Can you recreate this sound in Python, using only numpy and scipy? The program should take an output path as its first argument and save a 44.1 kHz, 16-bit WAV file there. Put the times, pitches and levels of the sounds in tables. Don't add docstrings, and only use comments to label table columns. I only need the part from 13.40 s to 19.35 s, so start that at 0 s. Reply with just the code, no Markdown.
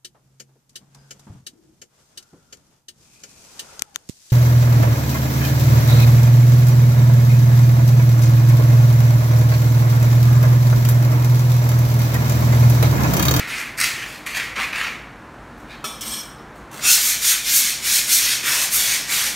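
import sys
import numpy as np
from scipy import signal
from scipy.fft import rfft, irfft
from scipy.io import wavfile
from scipy.ndimage import uniform_filter1d

SR = 44100
rng = np.random.default_rng(int(sys.argv[2]) if len(sys.argv) > 2 else 0)


def put_to_file(sound):
    columns = np.atleast_2d(sound).T
    safe = np.clip(columns, -1, 1)
    whole_steps = np.round(safe * 32767)
    wavfile.write(sys.argv[1], SR, whole_steps.astype(np.int16))


N = 262393
TIME = np.arange(N) / SR
FREQ_HZ = np.fft.rfftfreq(N, 1 / SR)

# frequency in Hz, relative density in dB.
CHIP_SPECTRUM = [(900, -16.5), (1900, 0.5), (3000, 0.5), (4000, 1.5), (4650, 7.5), (5500, 0), (6400, 2),
                 (7800, 0), (8600, 0.5), (10000, -2.5), (12200, -2.5), (14000, -8.5), (16000, -9)]
# frequency in Hz, density in dB.
PLASTER_SPECTRUM = [(200, -9.5), (450, -6), (750, 0), (1150, 2.5), (1600, 2), (3000, -36)]


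def amp(db):
    return 10 ** (np.asarray(db) / 20)


def unit(x):
    return x / np.sqrt(np.mean(x ** 2) + 1e-20)


def curve_at(points, hz):
    point_hz, value = np.transpose(points)
    return np.interp(np.log(hz + 1), np.log(point_hz + 1), value)


def shaped_noise(gain):
    return unit(irfft(rfft(rng.standard_normal(N)) * gain, N))


def colour(x, spectrum):
    hz = abs(np.fft.fftfreq(2048, 1 / SR))
    log_gain = np.log(amp(curve_at(spectrum, hz)))
    taps = np.fft.ifft(np.exp(np.conj(signal.hilbert(log_gain)))).real
    return signal.oaconvolve(x, taps / np.linalg.norm(taps))[:len(x)]


def ring(x, hz, width_hz):
    r = np.exp(-np.pi * width_hz / SR)
    zeros = np.sqrt((1 - r * r) / 2) * np.array([1, 0, -1])
    return signal.lfilter(zeros, [1, -2 * r * np.cos(2 * np.pi * hz / SR), r * r], x)


def grains(per_s, spread_db):
    size = amp(spread_db * np.minimum(rng.exponential(1, N), 4))
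    return unit(size * rng.choice([-1, 1], N) * (rng.random(N) < per_s / SR))


def judder(hz, depth_db):
    return unit(amp(depth_db * shaped_noise(1 / (1 + (FREQ_HZ / hz) ** 4))))


def swell(rows):
    at_s, db = np.transpose(rows)
    inside = (TIME >= at_s[0]) & (TIME <= at_s[-1])
    return uniform_filter1d(amp(np.interp(TIME, at_s, db)) * inside, size=90)


def burst(start_s, decay_s):
    age_s = TIME - start_s
    return (age_s >= 0) * np.exp(-np.clip(age_s / decay_s, 0, 40))


def hump(centre_s, half_s):
    return np.exp(-((TIME - centre_s) / half_s) ** 2)


def movement(start_s, length_s, attack_s, release_db_per_s):
    age_s = TIME - start_s
    attack = np.exp(-np.minimum(age_s / attack_s - 1, 0) ** 2)
    return attack * amp(-release_db_per_s * np.maximum(age_s - length_s, 0))


def ambience(wash_db=-40.25):
    # frequency in Hz, density in dB.
    wash_spectrum = [(30, -17), (55, 0), (75, -14), (100, -9), (130, -5.5), (170, -9), (240, -6.5),
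                     (400, -12), (1050, -11.5), (1600, -14), (2800, -27), (4500, -33), (9000, -41),
                     (16000, -51)]
    # centre in Hz, width in Hz, level in dB.
    hum_bands = [(52, 5.5, -56), (127, 40, -55.5), (227, 58, -56), (305.4, 1.2, -57.5)]
    wash = amp(wash_db) * shaped_noise(amp(curve_at(wash_spectrum, FREQ_HZ)))
    hum = sum(amp(db) * shaped_noise(np.exp(-2 * ((FREQ_HZ - hz) / width_hz) ** 2))
              for hz, width_hz, db in hum_bands)
    return wash + hum


def pushes(blade_share=0.3, plaster_share=0.48):
    # start in s, length in s, drag, chipping and digging in dB, bite delay in s,
    # extra chipping at the bite in dB.
    push_rows = [(-0.06, 0.047, -22.5, -34.5, -58, 0.043, 8), (0.071, 0.14, -28, -34, -47, 0.13, 1),
                 (0.376, 0.094, -25.5, -25, -47, 0.065, 4), (0.49, 0.14, -31.5, -39, -59, 0.02, 8),
                 (0.638, 0.11, -39, -40, -64, 0.053, 1), (0.86, 0.087, -31, -36.5, -55, 0.007, 2.5),
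                 (0.941, 0.095, -27.5, -38.5, -40, 0.029, 12.5),
                 (1.155, 0.088, -26, -38, -34.5, 0.065, 6.5), (1.324, 0.14, -27, -38.5, -37.5, 0.064, 4)]
    gains = []
    for start_s, length_s, drag_db, chip_db, dig_db, delay_s, extra_db in push_rows:
        bite_db = extra_db * hump(start_s + delay_s, half_s=0.026)
        force = movement(start_s, length_s, attack_s=0.0097, release_db_per_s=158)
        levels_db = [drag_db + blade_share * bite_db, chip_db + bite_db, dig_db + plaster_share * bite_db]
        gains.append(force * amp(levels_db))
    return np.max(gains, axis=0)


def scraper(dragging, chipping, chip_db=-1, catch_db=-1):
    # frequency in Hz, density in dB.
    blade_spectrum = [(200, -20), (500, -30), (800, -28), (1100, -7.5), (1320, -2.5), (1550, -4.5),
                      (1850, 3), (2200, 4), (2600, 0.5), (3100, -6), (4000, -10.5), (6500, -17),
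                      (12000, -50)]
    # time in s, relative level in dB, chip offset in dB.
    catches = [(.3895, -17, -8), (0.402, -18.5, 6.5), (.4125, -14.5, 3), (0.436, -26, 11),
               (0.442, -23.5, 13), (0.864, -24, -3), (0.871, -22.5, 0), (0.948, -18, -8), (0.999, -15, -16),
               (1.162, -25, -13), (1.192, -23, -13), (1.332, -25, -21), (1.358, -22, -3), (1.413, -16, -18)]
    contact = judder(hz=110, depth_db=1)
    drag = contact * dragging
    chip = amp(chip_db) * contact * chipping
    for at_s, db, offset_db in catches:
        snag = amp(db + catch_db) * burst(at_s, decay_s=0.0017)
        drag += snag
        chip += snag * amp(offset_db)
    slips, flakes = grains(per_s=5000, spread_db=2.5), grains(per_s=12000, spread_db=3)
    return colour(drag * slips, blade_spectrum) + colour(chip * flakes, CHIP_SPECTRUM)


def plaster(digging):
    # time in s, level in dB.
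    bumps = [(3.393, -21.5), (3.58, -9.5), (5.036, -17)]
    # frequency in Hz, density in dB.
    bump_spectrum = [(150, -14), (400, 0), (900, -8), (1500, 5), (2100, 5), (3500, -33), (8000, -34)]
    rasp = digging * grains(per_s=2500, spread_db=5)
    knocks = sum(amp(db) * burst(at_s, decay_s=0.0014) for at_s, db in bumps) * rng.standard_normal(N)
    return colour(rasp, PLASTER_SPECTRUM) + colour(knocks, bump_spectrum)


def handling():
    # start in s, length in s, level in dB.
    brushes = [(2.175, 0.025, -52.5), (3.15, 0.025, -51), (3.316, 0.075, -36)]
    # time in s, level in dB.
    scuff_levels = [(2.27, -56), (2.31, -38.5), (2.345, -40.5), (2.39, -49), (2.44, -56)]
    body_levels = [(2.9, -53), (3.05, -41), (3.25, -53), (3.45, -44), (3.55, -60)]
    # frequency in Hz, density in dB.
    brush_spectrum = [(900, -0.5), (1600, -1), (2800, -5.5), (4900, -7.5), (6500, -4.5), (9300, -8),
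                      (16000, -15)]
    scuff_spectrum = [(700, -15), (1600, 2), (2500, 0.5), (4300, -3.5), (5500, -12), (16000, -29)]
    body_spectrum = [(45, 2), (90, 1), (200, -18), (350, -6), (700, -15), (1300, -5), (3000, -43)]
    brushing = sum(amp(db) * movement(start_s, length_s, attack_s=0.012, release_db_per_s=220)
                   for start_s, length_s, db in brushes)
    crinkle = judder(hz=90, depth_db=2.5) * grains(per_s=4300, spread_db=4)
    brush = colour(brushing * crinkle, brush_spectrum)
    scuff = colour(swell(scuff_levels) * crinkle, scuff_spectrum)
    rustle = swell(body_levels) * judder(hz=12, depth_db=8) * rng.standard_normal(N)
    return brush + scuff + colour(rustle, body_spectrum)


def blade_set_down(ring_db=-1, scratch_db=-9, rumble_db=-19, slide_db_per_octave=1):
    # frequency in Hz, width in Hz, relative level in dB.
    steel_modes = [(1113, 60, -6), (1334, 66, -7), (1738, 28, -6), (2346, 50, -3.5), (3080, 54, -3),
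                   (3275, 62, 0), (3480, 8.1, 0), (3830, 58, -6), (4240, 73, -7), (5250, 41, 1),
                   (5400, 89, -2.5), (5620, 58, 1), (5980, 49, -8), (6370, 71, -7), (6850, 100, -10),
                   (7470, 100, -10), (7700, 80, -12), (8160, 90, 2.5), (8340, 66, -12), (8500, 100, -10),
                   (9260, 280, -6), (10840, 200, -7), (11700, 160, -5), (12600, 100, -6), (13500, 200, -16),
                   (14700, 200, -16)]
    # time in s, level in dB, contact decay in s, tilt in dB per octave.
    taps = [(2.442, -27.5, 0.056, -0.5), (2.486, -31.5, 0.052, -19), (2.609, -23, 0.015, 1)]
    # time in s, level in dB.
    slide_levels = [(2.61, -32), (2.65, -31), (2.67, -24.5), (2.782, -30.5), (2.84, -45)]
    # frequency in Hz, level in dB, T60 in s.
    handle_modes = [(231, -41, 0.83), (410, -36, 0.14), (630, -40, 0.31), (1145, -29.5, 0.32),
                    (1293, -23.5, 0.088), (2560, -27.5, 0.056)]
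    octaves = np.log2(np.maximum(FREQ_HZ, 700) / 5000)
    slide = swell(slide_levels) * judder(hz=80, depth_db=1)
    contacts = [(amp(db) * burst(at_s, decay_s), tilt) for at_s, db, decay_s, tilt in taps]
    contacts.append((slide, slide_db_per_octave))
    force = sum(gain * shaped_noise(amp(tilt * octaves)) for gain, tilt in contacts)
    ringing = sum(amp(db) * ring(force, hz, width_hz) for hz, width_hz, db in steel_modes)
    ringing /= np.linalg.norm([amp(db) for _, _, db in steel_modes])
    land_s = taps[0][0]
    knock = sum(amp(db) * burst(land_s, t60_s / np.log(1000)) * np.sin(2 * np.pi * hz * (TIME - land_s))
                for hz, db, t60_s in handle_modes)
    rumble = amp(rumble_db) * ring(slide * rng.standard_normal(N), hz=228, width_hz=55)
    return amp(ring_db) * ringing + amp(scratch_db) * colour(force, CHIP_SPECTRUM) + knock + rumble


def strokes(grit_sag_db_per_s=3.5, treble_db=2.5, treble_sag_db_per_s=22, rub_surge_db=-1):
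    # start in s, length in s, grit in dB, palm rub in dB, rub slope in dB per s,
    # plaster drag in dB, surge delay in s, extra grit and extra treble at the surge in dB.
    stroke_rows = [(3.444, 0.19, -14.5, -21, -15, -44, 0.084, 8, 1),
                   (3.567, 0.15, -14.5, -22, -17, -38, 0.11, 0.5, 5.5),
                   (3.81, 0.12, -15.5, -24.5, 43, -45, 0.085, 5, 1),
                   (4.046, 0.25, -16.5, -25, 2, -56, 0.12, 6.5, 7),
                   (4.435, 0.16, -16.5, -23, -7, -40, 0.125, 4.5, 2),
                   (4.669, 0.26, -16, -25, 10, -54, 0.082, 5, 3.5),
                   (5.038, 0.2, -18, -18.5, -35, -29.5, 0.2, 0, 5),
                   (5.311, 0.24, -18, -26.5, 9, -37, 0.035, 1.5, 9.5),
                   (5.686, 0.19, -20.5, -23, -22, -34.5, 0.058, 2, -1)]
    gains = []
    for start_s, length_s, grit_db, rub_db, lean, drag_db, delay_s, surge_db, bright_db in stroke_rows:
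        age_s = np.clip(TIME - start_s, 0, length_s)
        surge = hump(start_s + delay_s, half_s=0.04)
        motion = movement(start_s, length_s, attack_s=0.051, release_db_per_s=154)
        cut = amp(grit_db + surge_db * surge - grit_sag_db_per_s * age_s)
        treble = cut * amp(treble_db + bright_db * surge - treble_sag_db_per_s * age_s) * motion ** 0.51
        rub = amp(rub_db + lean * age_s + rub_surge_db * surge)
        gains.append([motion * cut, motion * treble, motion * rub, motion * amp(drag_db)])
    return np.max(gains, axis=0)


def sandpaper(hiss_db=0.5, drag_db=-4):
    # frequency in Hz, density in dB.
    grit_spectrum = [(1300, -41), (2300, -16), (2850, -9), (3500, -4), (4500, -0.5), (5800, 0.5),
                     (6900, 0.5), (7600, -2.5), (9100, -1), (10000, -5), (11500, -3), (13000, -5),
                     (14300, -9), (16000, -10)]
    sheet_spectrum = [(600, -37), (1100, -18.5), (1500, -8), (1900, -6), (2300, -1), (2750, -7.5),
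                      (3600, -5.5), (6000, -53.5)]
    # frequency in Hz, width in Hz, relative level in dB.
    sheet_modes = [(1420, 85, -3), (2700, 140, 1.5), (3700, 190, -22), (5670, 300, 3), (7000, 250, 4),
                   (8950, 270, -1)]
    # time in s, level in dB.
    song_levels = [(3.42, -33), (3.46, -16.5), (3.51, -15), (3.55, -29), (3.59, -42)]
    cutting, treble, rubbing, dragging = strokes()
    contact = judder(hz=110, depth_db=0.5)
    grit = colour(grains(per_s=32000, spread_db=2), grit_spectrum)
    fine = signal.sosfiltfilt(signal.butter(2, 9800, "high", fs=SR, output="sos"), grit)
    coarse = signal.sosfiltfilt(signal.butter(3, 4900, "low", fs=SR, output="sos"), grit)
    speed = (treble / (cutting + 1e-12)).clip(0.2) ** 0.68
    hiss = amp(hiss_db) * cutting * (grit + (speed - 1) * fine + (speed ** -0.7 - 1) * coarse)
    rasp = rubbing * colour(grains(per_s=4000, spread_db=-0.5), sheet_spectrum)
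    drag = amp(drag_db) * dragging * colour(grains(per_s=2500, spread_db=2.5), PLASTER_SPECTRUM)
    friction = grains(per_s=13000, spread_db=1.5)
    song = unit(sum(amp(db) * ring(friction, hz, width_hz) for hz, width_hz, db in sheet_modes))
    return contact * (hiss + rasp + drag + swell(song_levels) * song)


def echoes(early_db, tail_db, early_per_s=2000, early_decay_s=0.003):
    # frequency in Hz, T60 in s.
    room_t60 = [(200, 0.37), (2000, 0.7), (5000, 0.54), (9000, 0.46), (16000, 0.44)]
    t = TIME[:SR // 2]
    hz, age_s, bands = signal.stft(rng.standard_normal(len(t)), SR, nperseg=256)
    decay = np.exp(-np.log(1000) * age_s / curve_at(room_t60, hz)[:, None])
    tail = signal.istft(bands * decay, SR, nperseg=256)[1][:len(t)]
    early = rng.standard_normal(len(t)) * (rng.random(len(t)) < early_per_s / SR)
    early *= np.exp(-t / early_decay_s)
    return amp(early_db) * early / np.linalg.norm(early) + amp(tail_db) * tail / np.linalg.norm(tail)


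def room(x, early_db, tail_db, block=4096):
    direct = np.pad(x, (block, SR))
    mix, window = direct.copy(), signal.windows.cosine(block)
    for start in range(0, N + block, block // 2):
        wet = signal.fftconvolve(direct[start:start + block] * window, echoes(early_db, tail_db))
        mix[start:start + len(wet)] += wet
    return mix[block:block + N] / np.linalg.norm([1, amp(early_db), amp(tail_db)])


def scene():
    dragging, chipping, digging = pushes()
    work = scraper(dragging, chipping) + blade_set_down() + plaster(digging) + handling()
    work = room(work, early_db=-4, tail_db=-2)
    sanding = room(sandpaper(), early_db=-10, tail_db=-6.5)
    mono = work + sanding + ambience()
    return np.array([mono, mono])


def record(dry, low_hz=37, high_hz=15770, threshold_db=-15, duck_share=0.44, recovery_db_per_s=4):
    # centre in Hz, width in Hz, gain in dB.
    mic_dips = [(4900, 330, -3.5), (10520, 400, -3.5)]
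    mic_db = sum(db * np.exp(-2 * ((FREQ_HZ - hz) / width_hz) ** 2) for hz, width_hz, db in mic_dips)
    x = irfft(rfft(dry) * amp(mic_db), N)
    x = signal.sosfilt(signal.butter(6, low_hz, "high", fs=SR, output="sos"), x)
    power = signal.lfilter([1 / 600], [1, 1 / 600 - 1], x[0] ** 2)
    power_db = 10 * np.log10(power + 1e-12)
    held_db = np.maximum.accumulate(power_db + recovery_db_per_s * TIME) - recovery_db_per_s * TIME
    x = x * amp(-duck_share * np.maximum(held_db - threshold_db, 0))
    x = x / (1 + x ** 8) ** (1 / 8)
    lowpass = signal.firwin(1023, high_hz, window=("kaiser", 9), fs=SR)
    return signal.oaconvolve(x, lowpass[None], "same")


dry = scene()
out = record(dry)
put_to_file(out)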